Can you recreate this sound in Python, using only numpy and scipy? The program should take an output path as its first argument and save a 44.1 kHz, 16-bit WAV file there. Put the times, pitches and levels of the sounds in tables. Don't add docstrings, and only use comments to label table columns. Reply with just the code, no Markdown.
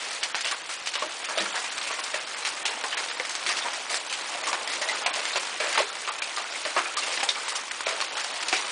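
import sys
import numpy as np
from scipy import signal
from scipy.fft import rfft, irfft
from scipy.io import wavfile
from scipy.ndimage import uniform_filter1d

SR = 44100
rng = np.random.default_rng(int(sys.argv[2]) if len(sys.argv) > 2 else 0)


def int16_out(signal):
    q = np.round(np.clip(np.atleast_2d(signal).T, -1, 1) * 32767)
    wavfile.write(sys.argv[1], SR, q.astype(np.int16))


def volts(x):
    e = np.asarray(x, float) / 20
    return 10 ** e


N = 384111
RING_LEN = 8192
TREBLE_TOP_HZ = 10190

# start_s, level_db, large_stones_db (re level)
STORM = [(0.0, -34, 0.5), (0.72, -39.5, 1), (1.45, -33.5, 1), (2.21, -35, 0.5), (2.86, -35.5, 3.5),
         (3.39, -35, 1.5), (3.62, -33, 2.5), (3.98, -37.5, 3), (4.19, -34, 1), (4.75, -35.5, 6.5),
         (4.9, -32, 3.5), (5.41, -33, 1), (5.82, -36, 1.5), (6.9, -34.5, 1), (7.16, -32.5, 4),
         (7.7, -36.5, -0.5), (8.01, -34.5, 3), (8.71, -32.5, 1)]
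# freq_hz, density_db (per Hz)
FAR_COLOUR = [(24, -52), (40, -37.5), (192, -19), (313, -6.5), (367, -7), (570, -1), (970, 1.5), (1730, 0),
              (2500, 1), (7940, -6), (10000, -9.5), (13000, -38), (22000, -120)]
# start_s, peak_db
TICKS = [(0.2305, -11.5), (0.3462, -6.5), (0.4472, -14.8), (0.8727, -10), (0.9599, -13.4), (1.3747, -15.8),
         (1.9137, -16.1), (2.1432, -12.5), (2.451, -15.2), (2.6544, -16), (2.9716, -16), (3.199, -13.4),
         (3.4905, -12.4), (3.5862, -13.5), (4.1292, -15.3), (4.5302, -12.5), (4.7353, -19), (4.9484, -19),
         (5.0649, -8.3), (5.1934, -14.3), (5.2049, -14.3), (5.2541, -12.1), (5.3586, -10.4), (5.7763, -6),
         (6.2218, -11.8), (6.7927, -11), (7.2895, -10), (7.8893, -13.3), (8.0043, -8.3), (8.5279, -9.8),
         (0.078, -21), (0.141, -20), (0.4089, -15.7), (1.2998, -16.6), (1.6444, -17), (1.7807, -12.3),
           (1.8139, -17.2), (1.8743, -18), (2.8393, -13.5), (3.0367, -17), (3.3529, -14.5), (3.6852, -15.6),
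           (3.9439, -11.5), (4.4384, -16.5), (4.47, -14.3), (5.1613, -15), (5.7515, -15.7), (5.9543, -18.3),
           (6.0765, -16), (6.0866, -14.7), (6.4427, -16.9), (6.6527, -15), (6.9726, -16), (7.231, -12.5),
           (7.4814, -14.7), (7.8074, -13.9), (8.0124, -14.1), (8.0831, -16.8), (8.246, -12.5),
           (8.4061, -16.3)]
# start_s, peak_db
MORE_TICKS = [(0.4604, -15.8), (0.4725, -17.6), (0.5226, -17.1), (0.8595, -20.0), (1.2882, -18.9),
              (1.4577, -17.8), (1.992, -18.2), (2.0629, -20.2), (2.4272, -19.5), (2.4566, -16.0), (2.4687, -17.4),
              (2.5739, -20.6), (2.9277, -15.7), (3.0313, -19.6), (3.0418, -19.0), (3.4288, -18.4),
              (3.4644, -12.7), (3.5172, -17.1), (3.5777, -17.0), (3.7334, -19.0), (4.4886, -17.9),
              (4.5417, -17.4), (4.8285, -17.8), (4.9737, -19.1), (5.1464, -19.3), (5.3088, -19.2),
              (5.6011, -17.2), (5.6451, -17.6), (5.672, -17.0), (6.0579, -20.4), (6.1574, -20.9), (6.7656, -13.3),
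              (6.9709, -15.9), (7.002, -18.7), (7.0397, -18.0), (7.1237, -18.3), (7.141, -17.8), (7.1776, -17.9),
              (7.3575, -18.7), (7.5548, -15.9), (7.5626, -17.5), (8.1294, -20.5), (8.3471, -19.7), (8.431, -17.7),
              (8.5947, -16.4), (0.1092, -19), (0.3544, -17), (1.354, -21), (3.2506, -20), (4.3477, -18),
              (5.6855, -19), (6.5485, -21), (7.0672, -18), (7.1563, -18), (1.568, -16), (1.3855, -13),
              (5.6095, -17), (8.4055, -18), (8.651, -20)]
# start_s, peak_db, ring_hz, scatter_t60_s
SHATTERS = [(0.111, -24, 1810, 0.16), (0.408, -23, 5000, 0.081), (0.6915, -24.5, 2490, 0.33),
            (0.859, -24, 2640, 0.1), (1.241, -27, 2520, 0.21), (1.289, -25.5, 1420, 0.16),
            (1.781, -23, 2420, 0.058), (1.873, -25.5, 2700, 0.12), (1.991, -24.5, 3760, 0.049),
            (2.037, -23.5, 5200, 0.051), (2.47, -19.5, 1500, 0.12), (2.8403, -25.5, 1560, 0.2),
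            (3.2925, -22.5, 2000, 0.16), (3.351, -24, 4350, 0.083), (3.895, -20, 2230, 0.29),
            (3.943, -19, 1320, 0.18), (4.469, -23, 5560, 0.14), (4.813, -21, 2140, 0.17),
            (5.669, -28, 2570, 0.23), (6.084, -28, 1480, 0.13), (6.5504, -27, 2250, 0.19),
            (6.968, -21, 4400, 0.16), (7.1227, -20.5, 2520, 0.16), (7.23, -18, 1950, 0.087),
            (7.482, -20, 2000, 0.16), (7.5489, -20.5, 5500, 0.13), (7.7105, -18, 2050, 0.032),
            (7.807, -22, 1410, 0.036), (8.242, -19, 4430, 0.025), (8.427, -18, 2400, 0.034)]
# start_s, peak_db, ring_hz, scatter_t60_s
CHIPS = [(0.2298, -16, 3000, 0.095), (0.445, -18.5, 2930, 0.28), (0.511, -17, 1820, 0.1),
         (0.8725, -21, 2980, 0.12), (1.0227, -29, 3200, 0.1), (1.378, -19.5, 3930, 0.1),
         (1.555, -22, 1690, 0.23), (1.9125, -22.5, 2060, 0.18), (2.1417, -20.5, 1870, 0.11),
         (2.4498, -17, 2480, 0.12), (2.6539, -16.5, 2760, 0.19), (2.9726, -20, 2160, 0.17),
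         (3.249, -23.5, 2120, 0.098), (3.463, -16.5, 2100, 0.23), (3.7325, -22.5, 1980, 0.17),
         (4.098, -28, 3080, .16), (4.126, -21.5, 2980, 0.14), (4.6752, -20.5, 2190, 0.34),
         (4.7352, -22, 2600, 0.2), (5.1382, -22, 2600, 0.21), (5.602, -23.5, 2000, 0.51),
         (5.6846, -23, 2260, 0.24), (5.726, -19, 2040, 0.3), (5.7768, -16.5, 2500, 0.21),
         (6.2197, -21.5, 2600, 0.17), (6.363, -23.5, 3980, 0.14), (6.65, -24.5, 2050, 0.34),
         (7.0235, -22.5, 2290, 0.4), (7.861, -20, 2300, 0.15), (8.4835, -20.5, 4400, 0.1)]
# start_s, peak_db, ring_hz, scatter_t60_s
BOUNCES = [(0.35, -19, 1860, 0.23), (0.9366, -23, 2900, 0.078), (0.9532, -24, 2870, 0.34),
           (1.402, -18.5, 1850, 0.12), (1.6432, -25.5, 2090, 0.13), (1.8143, -26, 2670, 0.11),
           (2.9258, -23.5, 1750, 0.18), (3.0336, -20, 1520, 0.1), (3.0844, -21.5, 1890, 0.19),
           (3.197, -26, 1840, 0.15), (3.4896, -17.5, 2020, 0.22), (3.5688, -21.5, 3200, 0.083),
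           (3.5848, -18.5, 2110, 0.056), (4.4388, -24.5, 2110, 0.14), (4.5294, -19, 1790, 0.11),
           (4.8863, -21, 2100, 0.093), (5.061, -17.5, 2340, 0.079), (5.2535, -21.5, 2180, 0.28),
           (5.3585, -13, 1026, 0.12), (6.183, -27, 2550, 0.056), (6.764, -23, 1940, 0.18),
           (6.7764, -19, 2060, 0.049), (7.174, -18, 2010, 0.038), (7.204, -18, 2360, 0.066),
           (7.2891, -17, 3360, 0.12), (7.3557, -24, 2200, 0.032), (7.889, -19.5, 2100, 0.14),
           (8.011, -19, 2240, 0.086), (8.1686, -18.5, 1770, 0.2), (8.527, -15, 2400, 0.29)]
# start_s, peak_db, ring_hz, t60_s
NOTES = [(0.231, -25.5, 4650, 0.057), (0.5123, -28.0, 1620, 0.089), (0.8715, -29.1, 1950, 0.06),
         (1.0222, -22, 1080, 0.06), (1.3075, -28, 1660, 0.074), (1.3838, -20, 3950, 0.045),
         (1.4592, -23, 2300, 0.058), (2.1416, -22, 1860, 0.061), (2.423, -28, 4070, 0.1),
         (2.4669, -24, 2430, 0.06), (3.1484, -29, 1860, 0.078), (3.1985, -22, 2060, 0.055),
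         (3.4626, -27, 2720, 0.072), (3.4946, -26, 4760, 0.12), (3.4896, -27, 2700, 0.132),
         (3.9146, -28, 2020, 0.12), (4.4354, -30.4, 2430, 0.096), (4.4953, -25, 1180, 0.1),
         (4.8186, -28, 1910, 0.216), (4.8875, -17, 3950, 0.025), (4.8885, -19.5, 2072, 0.13),
         (5.0241, -29, 1420, 0.071), (5.06, -22, 710, 0.06), (5.3503, -27, 1417, 0.091),
         (5.3633, -26.5, 1860, 0.108), (5.5988, -24, 2280, 0.14), (5.61, -26, 2780, 0.054),
         (5.6686, -27, 2550, 0.061), (5.7524, -25, 2660, 0.064), (5.7564, -22.1, 1400, 0.057),
         (5.7744, -24, 2400, 0.14), (5.79, -18, 1074, 0.07), (6.0767, -26, 2540, 0.096),
         (6.0877, -28, 1010, 0.12), (6.2212, -16.5, 2410, 0.037), (6.4508, -29, 1450, 0.072),
         (6.7651, -15, 1095, 0.077), (6.7881, -21, 2110, 0.05), (6.8559, -24, 2450, 0.076),
         (7.0275, -25, 2780, 0.11), (7.0694, -29, 1205, 0.12), (7.2291, -18.5, 810, 0.074),
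         (7.251, -29, 914, 0.15), (7.2909, -11, 3690, 0.057), (7.3548, -26, 2290, 0.06),
         (7.5533, -22, 2925, 0.064), (7.9764, -28, 880, 0.11), (8.022, -22, 1100, 0.04),
         (8.5261, -16.5, 2640, 0.052), (8.5361, -23.9, 1440, 0.065),
         (.231, -31, 2320, 0.06), (0.458, -21, 2750, 0.055), (.8725, -24.5, 2980, .05),
          (.956, -22, 2940, .05), (1.022, -23, 622, 0.14), (1.404, -41.5, 200, 0.51),
          (1.578, -25, 1920, 0.07), (2.845, -30.5, 1044, 0.2), (2.9282, -21, 1750, 0.061),
          (3.085, -31, 3620, 0.036), (5.803, -16, 567, 0.035), (5.9, -28, 1340, 0.078),
          (6.971, -21, 1188, 0.12), (7.068, -38, 804, 0.17), (7.289, -23, 5360, 0.057),
          (7.806, -23, 950, 0.033), (8.011, -20, 4360, 0.056), (.522, -22, 1100, 0.044),
          (4.476, -23, 1092, .1), (6.09, -22.5, 1190, .06)]
# start_s, peak_db, ring_hz
NARROW_BOARDS = [(0.515, -22, 1144), (0.69, -26, 1340), (0.954, -22.5, 1010), (1.285, -22, 630),
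                 (1.308, -23, 910), (1.458, -25, 1360), (1.902, -21.5, 1140), (1.988, -23.5, 1080),
                 (3.407, -31, 1060), (3.492, -19.5, 1220), (3.647, -18, 944), (4.473, -19.5, 1066),
                 (4.529, -15.5, 1000), (4.743, -34, 1270), (4.928, -22, 1350), (5.061, -16.5, 1040),
                 (5.755, -18, 1300), (5.7763, -10.5, 904), (5.898, -37, 1280), (6.076, -21, 1140),
                 (6.372, -19.5, 1190), (6.763, -10.5, 1136), (6.853, -22, 1330), (6.972, -30, 1140),
                 (7.361, -28, 1180), (7.457, -26.5, 1060), (7.521, -23, 1150), (7.579, -27, 1090),
                 (7.804, -31, 1080), (8.271, -37, 1140)]
# start_s, peak_db, ring_hz, t60_s
HOLLOW_BOARDS = [(0.24, -28.5, 760, 0.22), (0.356, -25, 850, .17), (0.452, -25.5, 590, 0.28),
                 (1.021, -18, 610, 0.18), (1.374, -18.5, 640, 0.27), (1.436, -31, 513, 0.1),
                 (1.542, -20.5, 924, 0.29), (2.139, -20, 623, 0.21), (2.469, -24, 855, .15),
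                 (2.654, -23.5, 880, 0.56), (2.839, -20, 836, 0.14), (2.973, -24.5, 845, 0.27),
                 (3.199, -18, 510, 0.063), (3.905, -21, 697, 0.33), (4.348, -24.5, 706, 0.68),
                 (4.816, -22, 630, 0.4), (5.16, -22.5, 605, 0.22), (5.358, -17.5, 576, 0.14),
                 (5.601, -15, 620, 0.4), (6.652, -20, 626, 0.23), (7.2296, -13, 837, 0.021),
                 (7.867, -17.5, 640, 0.53), (8.167, -25, 855, 0.17), (8.527, -14.5, 750, 0.12)]
# start_s, peak_db, ring_hz
BOOMS = [(1.018, -31.5, 336), (1.396, -27.5, 336), (2.442, -46, 363), (3.455, -37, 370), (3.778, -41, 350),
         (5.347, -33, 387), (5.774, -21, 418), (5.864, -39, 342), (6.766, -27, 354), (6.997, -37, 367),
         (7.904, -51, 339), (8.524, -27, 350),
         (1.412, -39.5, 205),
    (2.728, -38, 247),
    (3.799, -51, 258),
    (7.601, -46, 250),
]
# start_s, peak_db, ring_hz
PINGS = [(1.384, -8, 3990), (2.141, -9, 2620), (2.6545, -25, 2850), (2.921, -6, 3030), (3.198, -9, 2000),
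         (3.6192, -9, 3540), (4.8873, -17, 2120), (5.062, -2.5, 2500), (5.33, -6.5, 4020),
         (5.3575, -7, 2680), (6.546, -6.5, 2130), (6.9692, -10, 1180), (7.288, -12, 3760),
         (7.2885, -15, 5340), (7.3555, -18, 2120), (1.241, -11.5, 2470), (1.556, -6, 1630)]
# centre_s, lost_share (0-1)
TREBLE_LOSSES = [(0.22, .45), (0.334, .78), (1.273, .7), (2.641, .9), (2.96, .85), (4.084, .55),
                 (4.664, .55), (5.05, .8), (5.122, .9), (5.555, .45), (6.11, .7), (6.165, .45),
                 (6.208, .95), (6.957, .95), (8.329, .55), (.985, .7), (2.254, .65), (7.853, .6)]
HALF_LOSSES = [.39, .441, .535, .63, .779, .814, 1.078, 1.232, 1.393, 1.52, 1.536, 1.698, 1.797, 2.021,
               2.127, 2.192, 2.351, 2.696, 2.826, 3.11, 3.171, 3.99, 4.232, 4.429, 4.867, 4.936, 5.86,
               5.915, 6.437, 7.213, 7.544, 7.707, 8.077, 8.096, 8.114, 8.155, 8.4, 8.45, 8.64]
SPILLS = [.234, .349, .705, .874, 1.377, 1.782, 2.046, 2.145, 2.274, 2.449, 2.625, 2.67, 2.978, 3.298,
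          3.329, 3.354, 3.905, 3.949, 4.116, 4.487, 4.836, 4.95, 5.064, 5.145, 5.364, 5.786, 6.055, 6.223,
          6.972, 7.233, 7.264, 7.292, 7.483, 7.554, 7.593, 7.722, 7.875, 8.01, 8.07, 8.345]


def unit(x):
    return x / np.sqrt(np.mean(x ** 2))


def band(x, lo_hz, hi_hz, order=2):
    return signal.sosfilt(signal.butter(order, [lo_hz, hi_hz], "band", fs=SR, output="sos"), x)


def highpass(x, hz):
    return signal.sosfilt(signal.butter(1, hz, "high", fs=SR, output="sos"), x)


def resonance(x, hz, sharp):
    return signal.lfilter(*signal.iirpeak(hz, sharp, fs=SR), x)


def add(out, s, sound):
    i = int(s * SR)
    out[i:i + len(sound)] += sound[:len(out) - i]


def scatter(noise, t60, rise, hold, lumpy_db=2.0):
    t = np.arange(RING_LEN) / SR
    fade = volts(-60 * np.maximum(t - hold * t60, 0) / max(t60, 0.02))
    shape = (1 - np.exp(-t / rise)) * fade
    shape *= 1 + 1.2 * np.exp(-t / 0.004)
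    lumps = uniform_filter1d(np.repeat(noise[::128], 128), size=64)
    return shape * volts(lumpy_db * lumps) * np.roll(noise, 7)


def patter(per_s, spread_db, t60):
    count = int(per_s * N / SR)
    stones = np.zeros(N)
    places = rng.integers(0, N, 20000)[:count]
    sizes = np.minimum(rng.exponential(size=20000), 3)[:count]
    stones[places] = volts(2.6 * spread_db * sizes)
    power = signal.lfilter([1], [1, -volts(-120 / (t60 * SR))], stones)
    return power / power.mean()


def far_hail():
    s, high_db, weight_db = np.transpose(STORM)
    t, hz = np.arange(N) / SR, np.fft.rfftfreq(N, 1 / SR) + 1
    colour_hz, colour_db = np.transpose(FAR_COLOUR)
    colour = volts(np.interp(np.log(hz), np.log(colour_hz), colour_db))
    shared = patter(500, 2.5, 0.015)
    low, high = np.zeros(N), np.zeros(N)
    for centre_hz in 22 * 2 ** np.arange(0, 9.5, 0.5):
        window = np.cos(np.pi * np.clip(np.log2(hz / centre_hz), -0.5, 0.5))
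        power = shared + volts(3.5) * patter(250, 2.44, 0.054) + volts(-8.0)
        hiss = np.sqrt(power) * rng.standard_normal(N)
        part = irfft(rfft(hiss) * window * colour, N)
        if centre_hz < 1400:
            low += part
        else:
            high += part
    low_gain = volts(np.interp(t, s, high_db + weight_db) - 9.0)
    high_gain = volts(np.interp(t, s, high_db))
    return unit(low) * low_gain + unit(high) * high_gain


def pebbles(per_s=120, db=-33.0, spread_db=1.0):
    out, t = np.zeros(N), np.arange(256) / SR
    chance = rng.uniform(size=(3000, 3))[:int(per_s * N / SR)]
    for when, pitch, size in chance:
        hz = 1200 * 5 ** pitch
        gain = volts(db - spread_db * np.log(size + 0.021))
        click = np.sin(2 * np.pi * hz * t) * np.exp(-t * hz / 0.62)
        add(out, when * N / SR, gain * click)
    return out


def ticks(contacts):
    out, t = np.zeros(N), np.arange(-64, 64) / SR
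    chance = rng.uniform(size=(len(contacts), 2))
    for (s, db), (hard, swing) in zip(contacts, chance):
        u = t * (14000 + 6000 * hard)
        spike = -np.exp(-u ** 2)
        spike += (0.1 + 0.4 * swing) * np.exp(-(u - 2) ** 2)
        spike += 0.2 * np.exp(-((u - 4) / 3) ** 2)
        add(out, s + t[0], volts(db + 2) * spike)
    return band(out, 560, 11000, order=1)


def cracks():
    out, t = np.zeros(N), np.arange(RING_LEN) / SR
    kinds = ((SHATTERS, -3, 0.002), (CHIPS, -10, 0.0004), (BOUNCES, -32, 0.0004))
    for stones, splinter_db, onset in kinds:
        chance = rng.standard_normal((len(stones), RING_LEN))
        for (s, db, hz, t60), noise in zip(stones, chance):
            echo = scatter(noise, t60, onset, 0.15)
            ring = volts(-8.0) * resonance(echo, hz, 2.26)
            ring += volts(-5.0) * resonance(echo, hz, 44.0)
            ring += volts(-9.5) * band(echo, 1560, 6080)
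            knock = -volts(-10) * np.sin(2 * np.pi * hz * t) * np.exp(-t * hz / 3.8)
            splinters = volts(splinter_db - 7.0) * band(echo, 3250, 10300)
            add(out, s, volts(db) * (knock + ring + splinters))
    return out


def notes(rough=0.64):
    out, t = np.zeros(N), np.arange(2 * RING_LEN) / SR
    rows = NOTES
    for (s, db, hz, t60), chance in zip(rows, rng.standard_normal((len(rows), RING_LEN))):
        second_hz = hz * (1 + 0.0696 * chance[0])
        pair = np.sin(2 * np.pi * hz * t) + 0.56 * np.sin(2 * np.pi * second_hz * t)
        grain = 1 + rough * np.tanh(np.interp(t * hz / 2, np.arange(RING_LEN), chance))
        envelope = volts(db - 3.0 - 60 * t / t60) * (1 - np.exp(-t / 0.00093))
        add(out, s, envelope * grain * pair)
    return out


def thuds():
    out, t = np.zeros(N), np.arange(RING_LEN) / SR
    boards = [(*row, 0.2) for row in NARROW_BOARDS] + HOLLOW_BOARDS
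    chance = rng.standard_normal((len(boards), RING_LEN))
    for (s, db, hz, t60), noise in zip(boards, chance):
        knock = -np.sin(2 * np.pi * hz * t) * np.exp(-t / 0.011) * volts(-9.5)
        echo = scatter(noise, t60, 0.001, 0.11)
        ring = volts(-3.0) * resonance(echo, hz, 6.1)
        ring += volts(-11.0) * resonance(echo, hz, 45.0)
        ring += volts(-6.0) * band(echo, 457, 2190)
        add(out, s, volts(db) * (knock + ring))
    return band(out, 270, 12000)


def booms():
    out = np.zeros(N)
    rows = BOOMS
    chance = rng.standard_normal((len(rows), RING_LEN))
    for (s, db, hz), noise in zip(rows, chance):
        echo = scatter(noise, 0.31, 0.0019, 0.029)
        drum = resonance(resonance(echo, hz, 2.9), hz, 2.9)
        add(out, s, volts(db + 11.0) * drum)
    return out


def pings():
    out, t = np.zeros(N), np.arange(RING_LEN) / SR
    chance = rng.standard_normal((len(PINGS), RING_LEN))
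    for (s, db, hz), noise in zip(PINGS, chance):
        clink = volts(-23) * np.sin(2 * np.pi * hz * t) * np.exp(-t / 0.0016)
        echo = scatter(noise, 0.11, 0.00079, 0.053)
        song = volts(-6.5) * resonance(resonance(echo, hz, 5.7), hz, 5.7)
        add(out, s, volts(db) * (clink + song))
    return out


def scene():
    near = ticks(TICKS) + cracks() + thuds() + booms()
    return (near + far_hail() + pebbles() + pings() + notes() + ticks(MORE_TICKS))[None]


def treble_dropouts(x, always=0.2, span_s=0.011):
    hz, t, z = signal.stft(x, SR, nperseg=384, noverlap=192)
    losses = [(row[0] - 0.012, 0.3) for row in SHATTERS + CHIPS]
    losses += [(s, 0.5) for s in HALF_LOSSES]
    losses += TREBLE_LOSSES
    share = np.full(len(t), always)
    for s, lost in losses:
        share[np.abs(t - s) < span_s] = 1.3 * lost
    edges = np.searchsorted(hz, np.geomspace(2600, 10400, 23))
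    luck = rng.uniform(size=(len(edges), len(t) // 2 + 1)).repeat(2, axis=1)[:, :len(t)]
    share *= np.where(share == always, 2.5 * luck[-1] ** 2 + 0.12, 1)
    for k, (a, b) in enumerate(zip(edges[:-1], edges[1:])):
        reach = np.clip(np.log2(hz[a] / 3000), 0.05, 1.0)
        spared = np.where(hz[a] < 4600, share, 1)
        lost = luck[k] < share * reach * spared
        z[a:b] *= np.where(lost, volts(-19 - 18 * share), 1)
    return signal.istft(z, SR, nperseg=384, noverlap=192)[1][:N]


def spill(length_s=0.039, db=-81.5, bass_db=-74.0):
    out, puff = np.zeros(N), np.hanning(int(length_s * SR)) ** 0.5
    lows = rng.uniform(size=len(SPILLS))
    noises = rng.standard_normal((len(SPILLS), len(puff)))
    for s, low, noise in zip(SPILLS, lows, noises):
        patch = unit(band(noise, 10700 + 2500 * low ** 2, 15600, order=6))
        bass = puff * unit(band(noise, 25, 110))
        add(out, s - length_s / 2, puff * (volts(db + 2 * noise[0]) * patch + volts(bass_db) * bass))
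    return out


def top_cut(x):
    return signal.sosfilt(signal.butter(12, 15800, fs=SR, output="sos"), x)


def record(dry):
    x = treble_dropouts(highpass(dry[0], 150))
    x = 0.7 * np.tanh(x / 0.7)
    spectrum, hz = rfft(x), np.fft.rfftfreq(N, 1 / SR)
    edge_db = np.interp(hz, [TREBLE_TOP_HZ - 250, TREBLE_TOP_HZ + 150, TREBLE_TOP_HZ + 500], [0, -46, -90])
    mirror_db = np.interp(hz, [10300, 13800, 14400, 15700, 15800], [-56, -60, -48.5, -49, -85.5])
    mirror = spectrum[::-1].conj() * volts(mirror_db) * (hz > TREBLE_TOP_HZ)
    x = irfft(spectrum * volts(edge_db) + mirror, N)
    return top_cut((x + spill())[None])


dry = scene()
out = record(dry)
int16_out(out)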